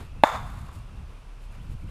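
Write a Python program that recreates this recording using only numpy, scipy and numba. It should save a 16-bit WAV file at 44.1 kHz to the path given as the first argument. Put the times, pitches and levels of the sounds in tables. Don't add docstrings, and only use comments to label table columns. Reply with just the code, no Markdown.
import sys
import numpy as np
from scipy import signal
from scipy.fft import rfft, irfft
from scipy.io import wavfile
from scipy.ndimage import uniform_filter1d
from numba import njit

SR = 44100
rng = np.random.default_rng(int(sys.argv[2]) if len(sys.argv) > 2 else 0)


def convert_level_to_amplitude(level_db):
    exponent = np.asarray(level_db, float) / 20
    return 10 ** exponent


def inscribe(sig):
    pcm = np.round(np.clip(np.atleast_2d(sig).T, -1, 1) * 32767)
    wavfile.write(sys.argv[1], SR, pcm.astype(np.int16))


N = 83790

SNAP_S = .23603

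# pitch_hz, level_db, t60_s, first_swing (+1 or -1)
STOCK_MODES = [(325, 3.6, .0073, 1), (627, 4.2, .0154, 1), (918, 6.4, .0167, -1), (1115, -14, .04, -1),
               (1520, -14.7, .035, -1), (1721, -5.5, .0116, 1), (2082, -3.9, .0106, -1),
               (2600, -13, .011, 1), (3530, -15, .016, 1), (4150, -15, .009, -1), (4850, -28, .01, 1),
               (7100, -30, .01, 1), (9500, -32, .008, -1)]
# delay_s, level_db
SLAP_RETURNS = [
    (.0036, -11.8),
    (.0071, -17),
]
# freq_hz, level_db
SCATTER_COLOUR = [(210, -61.5), (350, -24.5), (579, -2), (1190, 2), (1820, -12.5), (3060, -22), (3530, -24),
                  (3940, -23.5), (15000, -38)]
# centre_hz, width_hz, gain_db
SCATTER_PEAKS = [(300, 120, 9), (600, 79, -1.5), (2100, 900, 3.5), (3560, 240, 14.5), (5850, 1180, 5),
                 (6900, 900, 6.5)]
# centre_s, length_s, level_db, low_edge_hz
RUSTLE_SWELLS = [(.008, 0.05, -45, 254), (0.048, 0.1, -58.5, 810), (0.47, 0.3, -60.5, 4960),
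                 (0.67, 0.052, -67, 5000), (0.604, 0.059, -62.5, 4500), (0.749, 0.046, -58.5, 6000),
                 (0.792, 0.086, -65, 5000), (1.44, 0.051, -65, 4930), (1.522, 0.019, -65, 5000),
                 (1.552, 0.032, -56.5, 700), (1.635, 0.051, -67, 5000), (1.72, 0.059, -63, 5100),
                 (1.82, 0.09, -68, 6040), (1.9, 0.054, -55, 300)]
# freq_hz, level_db
RUSTLE_COLOUR = [(200, 11), (1300, -3.5), (4000, -13), (9000, -19.5), (12000, -21.5), (16000, -36)]
# start_s, length_s, from_hz, to_hz, level_db
BIRD_NOTES = [(.04, .1, 2680, 2530, -66), (.16, .035, 2600, 2650, -61), (.195, .035, 2680, 2660, -60),
              (.77, .07, 2750, 2720, -66), (.86, .03, 3600, 3100, -68), (.885, .12, 2750, 2720, -66),
              (1.13, .07, 2450, 2450, -67), (1.43, .04, 2600, 2450, -68), (1.62, .025, 3550, 3300, -68),
              (1.514, .02, 2750, 2400, -63), (1.53, .03, 2380, 2330, -61), (1.582, .04, 2300, 3650, -60),
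              (1.805, .02, 2750, 2400, -63), (1.82, .025, 2360, 2330, -59), (1.87, .04, 2350, 3700, -59.5),
              (.09, .07, 10000, 10050, -84), (.17, .05, 10050, 10100, -82)]
# centre_hz, width_hz, level_db
LEAF_BANDS = [(260, 220, -63), (1300, 390, -65), (2720, 440, -71)]
# time_s, level_db
WIND_GUSTS = [(0, -37.5), (.1, -49.5), (.2, -39.5), (.24, -49.5), (.29, -50), (.348, -39.5), (.634, -39.5),
              (.73, -47.5), (.766, -39.5), (.82, -45.5), (1.025, -42.5), (1.068, -48.5), (1.386, -52.5),
              (1.6, -44), (1.75, -37.5), (1.785, -52.5), (1.845, -36), (1.9, -46)]
# time_s, level_db
TRAFFIC_RUMBLE = [(0, -39.5), (.2, -39.5), (.3, -49), (.45, -37), (.55, -56), (.75, -44), (1.2, -52),
                  (1.9, -39.5)]
# freq_hz, level_db
AIR_COLOUR = [(120, -23), (200, -12), (503, -6.5), (734, -8.5), (1020, -6), (1910, -18), (2420, -12.5),
              (3010, -17.5), (15000, -39.5)]
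# centre_hz, width_hz, gain_db
AIR_PEAKS = [(3420, 540, 0.5), (5750, 810, 13), (9480, 2700, 7.5)]


def level(x, db):
    return x * convert_level_to_amplitude(db) / np.sqrt(np.mean(x ** 2))


def white():
    return rng.standard_normal(N)


def colour(x, points, peaks=()):
    f = np.arange(len(x) // 2 + 1) * SR / len(x) + 1
    hz, db = np.array(points).T
    gain_db = np.interp(np.log(f), np.log(hz), db)
    for centre, width, peak_db in peaks:
        gain_db = gain_db + peak_db / (1 + (2 * (f - centre) / width) ** 2)
    return irfft(rfft(x) * convert_level_to_amplitude(gain_db), len(x))


def walk(rate):
    hold = int(SR / rate)
    steps = np.repeat(rng.standard_normal(N // hold + 1), hold)
    return 1.2 * uniform_filter1d(uniform_filter1d(steps, hold), hold)[:N]


def ring(age, hz, db, t60):
    a = np.maximum(age, 0)
    return convert_level_to_amplitude(db - 60 * a / t60) * np.sin(2 * np.pi * hz * a)


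def high(x, hz):
    return signal.sosfilt(signal.butter(2, min(hz, 15000), "high", fs=SR, output="sos"), x)


@njit
def lowpass(x, hz):
    y, band, low = np.empty(len(x)), 0., 0.
    for i in range(len(x)):
        g = np.tan(np.pi * hz[i] / SR)
        v = (band + g * (x[i] - low)) / (1 + g * (g + 1.2))
        y[i] = low + g * v
        band, low = 2 * v - band, low + 2 * g * v
    return y


def garden_air():
    hush = colour(white(), [(60, -66.5)] + list(AIR_COLOUR), AIR_PEAKS)
    return level(hush, -57.5) * convert_level_to_amplitude(0.62 * walk(5))


def machine_hum(t):
    pitch_hz = 35 * (1 + .03 * walk(6))
    tone = np.sqrt(2) * np.sin(2 * np.pi * np.cumsum(pitch_hz) / SR)
    start_s, rise_s = 0.803, 0.027
    return tone * convert_level_to_amplitude(-41.5 + 1.5 * walk(4.3)) * np.clip((t - start_s) / rise_s, 0, 1)


def traffic(t):
    rumble = lowpass(lowpass(white(), 42 + 0 * t), 60 + 0 * t)
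    return level(high(rumble, 18), 0) * convert_level_to_amplitude(np.interp(t, *np.array(TRAFFIC_RUMBLE).T))


def wind(t):
    gust_db = np.interp(t, *np.array(WIND_GUSTS).T)
    edge_hz = np.clip(90.2 + 2 * (gust_db + 44), 30, 400)
    buffet = high(lowpass(lowpass(white(), edge_hz), 2.36 * edge_hz), 39)
    return level(buffet, 2.3) * convert_level_to_amplitude(gust_db + 0.5 * walk(29.93))


def leaves():
    out = 0
    for hz, width, db in LEAF_BANDS:
        band = signal.lfilter(*signal.iirpeak(hz, hz / width, fs=SR), white())
        out = out + level(band, db) * convert_level_to_amplitude(3 * walk(35))
    return out


def birds(t):
    out = 0
    rough = 1 + .35 * walk(250)
    wobble = .55 * walk(400)
    for start, length, hz0, hz1, db in BIRD_NOTES:
        u = np.clip((t - start) / length, 0, 1)
        phase = 2 * np.pi * length * u * (hz0 + (hz1 - hz0) * u / 2)
        out = out + convert_level_to_amplitude(db) * np.sin(np.pi * u) ** 0.36 * np.sin(phase + wobble)
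    smear_t60_s = .06
    smear = rng.standard_normal(4000) * convert_level_to_amplitude(-60 * t[:4000] / smear_t60_s)
    smear = smear / np.sqrt(np.sum(smear ** 2))
    return out * rough + convert_level_to_amplitude(-6) * signal.fftconvolve(out, smear)[:N]


def rustle(t):
    grains = colour(white() * convert_level_to_amplitude(2 * walk(220)), RUSTLE_COLOUR)
    out = 0
    for centre, length, db, edge_hz in RUSTLE_SWELLS:
        out = out + level(high(grains, edge_hz), db) * np.exp(-(2 * (t - centre) / length) ** 2)
    return out


def dart_knock(t):
    return ring(t - .6908, 1120, -35, .022)


def scatter(t):
    age = np.maximum(t - SNAP_S, 0)
    echoes_per_s = 12000
    taps = (rng.random(N) < echoes_per_s / SR) * white() * convert_level_to_amplitude(-2 * white())
    near = level(colour(taps, SCATTER_COLOUR, SCATTER_PEAKS), 0)
    hold_s, sag_db_s, fall_db_s = 0.12, 41.5, 169
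    near_db = -26.5 - sag_db_s * age - fall_db_s * np.maximum(age - hold_s, 0) + .8 * walk(61.2)

    trees = level(colour(white(), SCATTER_COLOUR, SCATTER_PEAKS), 0)
    trees = high(signal.lfilter(*signal.butter(1, 7000, fs=SR), trees), 709)
    trees_t60_s = 1.57
    trees_db = -35.5 - 60 * age / trees_t60_s + 0.95 * walk(40)
    onset = np.clip((age - .003) / .004, 0, 1)
    return onset * (near * convert_level_to_amplitude(near_db) + trees * convert_level_to_amplitude(trees_db))


def slap(age):
    push_s = .0014
    modes = sum(swing * ring(age, hz, db, t60) for hz, db, t60, swing in STOCK_MODES)
    return np.clip(age / push_s, 0, 1) * modes


def snap(t):
    age = t - SNAP_S
    slaps = slap(age) + sum(convert_level_to_amplitude(db) * slap(age - delay) for delay, db in SLAP_RETURNS)

    noise = colour(white(), [(5500, -30), (7000, 0), (11500, -2), (14000, -20)])
    crack_t60_s = .013
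    crack = noise * (age > .0002) * convert_level_to_amplitude(-22 - 60 * np.maximum(age, 0) / crack_t60_s)

    trigger_s, tick_t60_s = .2337, 0.0084
    tick = colour(noise, [(6000, -25.5), (10000, 26), (13000, -23.5)]) * (t > trigger_s)
    tick = tick * convert_level_to_amplitude(-53 - 60 * np.maximum(t - trigger_s, 0) / tick_t60_s)
    return slaps + crack + tick


def scene():
    t = np.arange(N) / SR
    air = garden_air()
    lows = machine_hum(t) + traffic(t) + wind(t)
    mid = air + lows + leaves() + birds(t) + rustle(t) + dart_knock(t) + scatter(t) + snap(t)
    side_hiss = convert_level_to_amplitude(-16.5) * np.roll(high(air, 3300), 900)
    side_low = convert_level_to_amplitude(-38) * np.roll(lows + 3 * air, 3000)
    side = side_hiss + side_low
    return np.array([mid + side, mid - side])


def low_pass(x):
    return signal.sosfilt(signal.butter(12, 15690, fs=SR, output="sos"), x)


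def record(dry):
    ceiling, knee = 1.035, 14
    flat = dry / (1 + np.abs(dry / ceiling) ** knee) ** (1 / knee)
    notched = signal.lfilter(*signal.iirnotch(5750, 4, fs=SR), flat)
    cased = .3 * flat + .7 * notched
    soft = signal.sosfilt(signal.cheby1(6, .5, 14800, fs=SR, output="sos"), cased)
    return low_pass(soft)


dry = scene()
out = record(dry)
inscribe(out)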